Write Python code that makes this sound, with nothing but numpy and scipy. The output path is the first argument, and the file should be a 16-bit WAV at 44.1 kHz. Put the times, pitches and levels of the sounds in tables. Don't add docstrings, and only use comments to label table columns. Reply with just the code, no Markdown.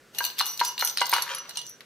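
import sys
import numpy as np
from scipy import signal
from scipy.fft import rfft, irfft
from scipy.io import wavfile
from scipy.ndimage import uniform_filter1d

SR = 44100
rng = np.random.default_rng(int(sys.argv[2]) if len(sys.argv) > 2 else 0)


def dump_mix(stems):
    frames = np.atleast_2d(stems).T
    limited = np.clip(frames, -1, 1)
    pcm = np.round(limited * 32767).astype(np.int16)
    wavfile.write(sys.argv[1], SR, pcm)


N = 81585


# (frequency [Hz], relative density [dB per Hz])
TONE_SPECTRUM = [(25, -33), (48, -6.5), (75, -22.5), (100, -8), (130, -1), (200, -2.5), (310, -6),
                 (400, 0.5), (520, -2.5), (900, -15), (1500, -4.5), (2500, -13.5), (6000, -17),
                 (15000, -28)]
TONE_DB, TONE_WIDTH = -57, 0.19

# (time [s], then the level in each of the four CLICK_BANDS [dB])
SLICE_CLICKS = [(0.148, -43.5, -48.5, -51, -59), (.185, -24.5, -26, -26.5, -37),
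                (0.1882, -30.5, -51, -36, -30), (0.24, -27, -49, -30, -37),
                (0.2501, -29.5, -28.5, -28, -26), (0.2644, -33.5, -38, -44, -42),
                (.301, -36.5, -57, -52, -49), (0.3835, -34, -40, -36, -39), (.389, -28.5, -28, -33, -29.5),
                (0.3958, -26.5, -27.5, -30, -37), (0.4014, -21.5, -49, -40, -43),
                (0.411, -22.5, -31, -34, -49), (0.457, -52, -32.5, -32, -48), (.465, -34, -40, -29.5, -35),
                (.575, -41, -38.5, -41, -39.5), (.594, -27.5, -32.5, -38, -40),
                (.601, -26, -36, -34.5, -47), (0.602, -30, -34.5, -45, -39),
                (0.649, -38, -28.5, -30.5, -37), (0.678, -58, -38, -33.5, -40),
                (0.779, -28.5, -38.5, -46, -60), (0.7924, -36, -33, -45, -37),
                (0.796, -28, -40.5, -47, -44), (0.804, -28, -46, -40, -45),
                (0.8096, -23.5, -31.5, -43, -31), (0.8479, -53, -30, -20, -55), (0.857, -52, -49, -35, -42),
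                (0.8739, -33, -26, -30, -33), (0.897, -33, -31, -41, -49), (0.9726, -23, -29.5, -34, -43),
                (0.9836, -24, -57, -53, -55), (0.9944, -31, -53, -48, -50), (1.0047, -27.5, -39, -53, -60),
                (1.007, -34, -29, -42, -57), (1.016, -24, -31.5, -46, -52), (1.056, -48, -30, -41, -49),
                (1.066, -45, -33.5, -41, -34), (1.094, -41, -36, -32.5, -25),
                (1.116, -33.5, -33.5, -31, -32), (1.1366, -20.5, -26, -28, -35),
                (1.165, -32, -33, -39, -57), (1.2216, -34, -26, -23.5, -42), (1.348, -59, -36, -28.5, -47),
                (1.383, -42, -50, -37.5, -57), (1.493, -40.5, -38.5, -44.5, -48),
                (1.5084, -41.5, -78, -68, -49), (1.557, -37, -65, -56, -49),
                (1.5716, -28.5, -27.5, -43, -57), (1.5907, -36.5, -39, -59, -60),
                (1.615, -39, -42, -54, -71), (1.666, -60, -39, -43.5, -61), (1.695, -69, -56, -40, -63),
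                (1.8065, -43, -73, -54, -72), (1.8136, -55, -76, -72, -66)]
CLICK_BANDS = [900, 5200, 10200, 12500, 16500]
# (frequency [Hz], click level [dB], slide level [dB], t60 [s])
WALL_MODES = [(968, -25, -20, .19), (2882, -11, -12, .15), (3880, -3, -7, .022), (4170, 2, -4, .028),
              (4416, -3, -8, .022), (6015, -10, -8, .06), (6290, -9, -9, .055), (7400, -3, -10, .011),
              (9090, -4, -4, .028), (11255, -1, -3, .042), (11400, -3, -5, .025), (13550, 0, -2, .018),
              (14300, -3, -2, .013)]
# (frequency [Hz], relative density [dB per Hz])
CRACK_SPECTRUM = [(100, -18), (600, -12), (1200, -9.5), (2300, -2.5), (4200, 8.5), (6500, 1), (8200, -3),
                  (10200, -8.5), (11300, -0.5), (12500, -7), (13500, 8.5), (15000, 4.5), (16000, -42)]
CLICK_CRACK_DB, SLIDE_CRACK_DB = 0, 3.5
CRACK_T60_S, CRACK_WIDTH = 0.0032, 0.73
CONTACT_S, CHATTER = 0.0011, 0.71
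WALL_PHASE_RAD = 0.45

# (loudest at [s], rise [s], fall [s], rustle level [dB], treble tilt [dB per octave], singing level [dB])
SLIDES = [(0.167, 0.017, 0.037, -43.5, -4, -63), (0.248, 0.034, 0.054, -34, -2, -43.5),
          (0.396, 0.014, 0.034, -35, -5, -58), (0.473, 0.021, 0.065, -36, 1, -35.5),
          (.655, 0.017, 0.043, -32.5, -1, -34), (0.863, 0.038, 0.052, -33, -0.5, -35),
          (1.022, 0.037, 0.11, -37.5, -5, -56), (1.151, 0.036, 0.081, -33, -2.5, -45.5),
          (1.369, 0.019, .03, -47, -5, -38), (1.504, 0.019, 0.013, -44.5, -6.5, -51),
          (1.586, 0.034, 0.037, -44.5, -4.5, -44.5), (1.697, 0.041, 0.02, -58, 16, -44.5)]
# (frequency [Hz], relative level [dB], t60 [s])
SINGING_MODES = [(5913, -15, 0.19), (6030, -17, 0.04)]
GRAINS_PER_S, GRAIN_SPREAD_DB = 5000, 2

# (time [s], thud level [dB], low ring [dB], upper ring [dB], hollow note [Hz], hollow note level [dB])
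KNOCKS = [(.206, -30, -28, -35, 1604, -25.5), (.4075, -22.5, -32, -23.5, 1516, -32.5),
          (.6127, -24.5, -20, -39, 1396, -36), (.824, -22.5, -25.5, -47, 1488, -30),
          (1.0147, -23.5, -21.5, -35, 818, -26.5), (1.018, -25.5, -44, -21.5, 2030, -31.5),
          (1.128, -23, -22, -63, 1197, -22.5), (1.1335, -19, -31, -56, 1190, -28),
          (1.138, -29, -27.5, -46, 1376, -29), (1.164, -24, -37, -39, 1516, -33),
          (1.183, -25.5, -45, -35, 1056, -27.5), (1.5702, -45, -52, -58, 1570, -73),
          (1.813, -53.5, -66, -59, 1580, -60)]
# (frequency [Hz], relative level [dB], t60 [s])
LOW_MODES = [(969, 2, 0.11), (997.2, -8, 0.15), (931, -24, 0.15), (1604, -11.5, 0.087)]
# (frequency [Hz], relative level [dB], t60 [s])
UPPER_MODES = [(2882, 0, .13), (2046, -13, .08), (3742, -12, .06), (4170, -9, .05), (4416, -11, .06)]
# (frequency [Hz], relative density [dB per Hz])
THUD_SPECTRUM = [(40, -72), (200, -55.5), (450, -10.5), (700, -5.5), (950, 9), (1400, 1.5), (2200, -3),
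                 (3500, -23), (6000, -17.5), (15000, -51)]
PUSH_DB = 2
THUD_T60_S, HOLLOW_T60_S = 0.012, 0.092
THUD_WIDTH = 0.06

# (loudest at [s], rise [s], fall [s], level [dB])
TUMBLES = [(1.142, 0.0047, 0.026, -29.5), (1.178, 0.017, 0.041, -34.5), (1.272, .006, .015, -35.5),
           (1.293, 0.0035, 0.018, -34), (1.312, 0.0087, 0.042, -32.5), (1.38, .01, 0.024, -44),
           (1.453, 0.014, .035, -48.5)]
# (frequency [Hz], relative density [dB per Hz])
CLATTER_SPECTRUM = [(100, -50), (300, -24.5), (550, -11.5), (780, -21), (1000, -6.5), (1300, -1.5),
                    (1800, -8), (2800, -10.5), (4500, -15), (12000, -28.5)]
LUMPS_PER_S, LUMP_SPREAD_DB = 900, 5
ROLL_RING_DB = -14

# (frequency [Hz], t60 [s])
ROOM_DECAY = [(200, 0.68), (1000, 0.48), (4000, 0.42), (14000, 0.083)]
GLASS_TAIL_DB, BODY_TAIL_DB = -13, -12.5
EARLY_DB, EARLY_T60_S = -8.5, 0.062

LEVEL_SPAN_S = 0.006
MODE_SPREAD_DB = 4.5
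GLASS_LEFT_DB, BODY_LEFT_DB = 0.28, 0.24
LEFT_LEAD_SAMPLES = 2
JAR_LOWEST_HZ, EDGE_HZ = 454, 15700
SIDES = np.array([[1], [-1]])


def amp(db):
    return 10 ** (np.asarray(db) / 20)


def unit(x):
    return x / np.sqrt(np.sum(x ** 2) / 2 + 1e-20)


def read(points, hz):
    f, value = np.transpose(points)
    return np.interp(np.log(hz + 1), np.log(f + 1), value)


def noise(width, size):
    mid, side = rng.standard_normal((2, size))
    return np.array([mid + width * side, mid - width * side])


def room_tone():
    gain = amp(read(TONE_SPECTRUM, np.fft.rfftfreq(N, 1 / SR)))
    tone = irfft(rfft(noise(TONE_WIDTH, N)) * gain, N)
    return amp(TONE_DB) * np.sqrt(N) * unit(tone)


def add(mix, s, sound):
    part = mix[:, max(round(s * SR), 0):][:, :sound.shape[1]]
    part += sound[:, :part.shape[1]]


def convolve(a, b):
    return signal.fftconvolve(np.atleast_2d(a), np.atleast_2d(b), axes=1)[:, :N]


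def band(x, lo, hi, order=3):
    return signal.sosfilt(signal.butter(order, [lo, hi], "band", fs=SR, output="sos"), x)


def colour(points, size=1024):
    hz = abs(np.fft.fftfreq(size, 1 / SR))
    log_gain = np.log(amp(read(points, hz)))
    return np.fft.ifft(np.exp(np.conj(signal.hilbert(log_gain)))).real


def burst(points, t60, width, size=8192):
    decay = amp(-60 * np.arange(size) / SR / t60)
    return unit(convolve(noise(width, size) * decay, colour(points))[:, :size])


def ring(modes, phase_rad, size=8192):
    t = np.arange(size) / SR
    out = np.zeros((2, size))
    for hz, db, t60 in modes:
        level_db = db + MODE_SPREAD_DB * rng.uniform(-1, 1)
        phase = phase_rad * rng.choice([-1, 1]) * SIDES
        out += amp(level_db - 60 * t / t60) * np.sin(2 * np.pi * hz * t + phase)
    return out


def touched_wall(modes, crack_db):
    crack = burst(CRACK_SPECTRUM, CRACK_T60_S, CRACK_WIDTH)
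    return unit(ring(modes, WALL_PHASE_RAD)) + amp(crack_db) * crack


def clicks(size=8192):
    out = np.zeros((2, N))
    t = np.arange(size) / SR
    modes = [(hz, click_db, t60) for hz, click_db, _, t60 in WALL_MODES]
    for s, *levels_db in SLICE_CLICKS:
        chatter_envelope = np.sqrt(t / CONTACT_S) * np.exp(-t / CONTACT_S)
        contact = (t == 0) + CHATTER * rng.standard_normal(size) * chatter_envelope
        touch = convolve(contact, touched_wall(modes, CLICK_CRACK_DB))[:, :size]
        for lo, hi, db in zip(CLICK_BANDS, CLICK_BANDS[1:], levels_db):
            add(out, s, amp(db) * np.sqrt(LEVEL_SPAN_S * SR) * unit(band(touch, lo, hi)))
    return out


def grains(per_s, spread_db):
    strength = amp(spread_db * np.minimum(rng.exponential(1, N), 4))
    happens = rng.random(N) < per_s / SR
    x = strength * rng.choice([-1, 1], N) * happens
    return x / np.sqrt(abs(uniform_filter1d(x ** 2, size=882)) + 1e-6)


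def swell(s, rise, fall):
    t = np.arange(N) / SR - s
    return np.exp(-(np.minimum(t, 0) / rise) ** 2 / 2 - np.maximum(t, 0) / fall)


def slides():
    out = np.zeros((2, N))
    modes = [(hz, slide_db, t60) for hz, _, slide_db, t60 in WALL_MODES]
    for s, rise, fall, rustle_db, tilt_db, singing_db in SLIDES:
        tilt = colour([(1000, 0), (16000, np.log2(16) * tilt_db)])
        wall = unit(band(convolve(touched_wall(modes, SLIDE_CRACK_DB), tilt), 600, 15500))
        touches = grains(GRAINS_PER_S, GRAIN_SPREAD_DB) * swell(s, rise, fall)
        singing = unit(convolve(touches, ring(SINGING_MODES, WALL_PHASE_RAD)))
        singing *= np.linalg.norm(touches)
        out += amp(rustle_db) * convolve(touches, wall) + amp(singing_db) * singing
    return out


def knocks():
    out = np.zeros((2, N))
    push = unit(np.tile(colour(THUD_SPECTRUM, size=8192), (2, 1)))
    for s, thud_db, low_db, upper_db, hollow_hz, hollow_db in KNOCKS:
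        small_thuds = burst(THUD_SPECTRUM, THUD_T60_S, THUD_WIDTH)
        thud = amp(thud_db) * np.sqrt(LEVEL_SPAN_S * SR) * unit(amp(PUSH_DB) * push + small_thuds)
        hollow = ring([(hollow_hz, hollow_db, HOLLOW_T60_S)], THUD_WIDTH)
        low_ring = amp(low_db) * ring(LOW_MODES, THUD_WIDTH)
        upper_ring = amp(upper_db) * ring(UPPER_MODES, WALL_PHASE_RAD)
        add(out, s, thud + hollow + low_ring + upper_ring)
    return out


def tumbles():
    out = np.zeros((2, N))
    for s, rise, fall, db in TUMBLES:
        clatter = burst(CLATTER_SPECTRUM, t60=0.015, width=0.19)
        blow = clatter + amp(ROLL_RING_DB) * unit(ring(LOW_MODES, THUD_WIDTH))
        blows = grains(LUMPS_PER_S, LUMP_SPREAD_DB) * swell(s, rise, fall)
        out += amp(db) * convolve(blows, blow)
    return out


def room(x, tail_db, width, size=22050):
    hz, t, z = signal.stft(noise(width, size), SR, nperseg=256)
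    decay = amp(-60 * t / read(ROOM_DECAY, hz)[:, None])
    tail = signal.istft(z * decay, SR, nperseg=256)[1][:, :size]
    t = np.arange(size) / SR
    sparse = noise(width, size) * (rng.random(size) < 0.02)
    early = sparse * amp(-60 * t / EARLY_T60_S) * (t > 0.002)
    reflections = amp(tail_db) * unit(tail * (t > 0.008)) + amp(EARLY_DB) * unit(early)
    return x + convolve(x, reflections)


def scene():
    tone = room_tone()
    glass = room((clicks() + slides()) * amp(GLASS_LEFT_DB * SIDES), GLASS_TAIL_DB, width=1.0)
    body = room((knocks() + tumbles()) * amp(BODY_LEFT_DB * SIDES), BODY_TAIL_DB, width=0.35)
    body[1] = np.roll(body[1], LEFT_LEAD_SAMPLES)
    no_bass = signal.butter(3, JAR_LOWEST_HZ, "high", fs=SR, output="sos")
    return signal.sosfilt(no_bass, glass + body) + tone


def record(dry):
    low_pass = signal.firwin(201, EDGE_HZ, window=("kaiser", 9), fs=SR)
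    return signal.oaconvolve(dry, low_pass[None], "same")


dry = scene()
out = record(dry)
dump_mix(out)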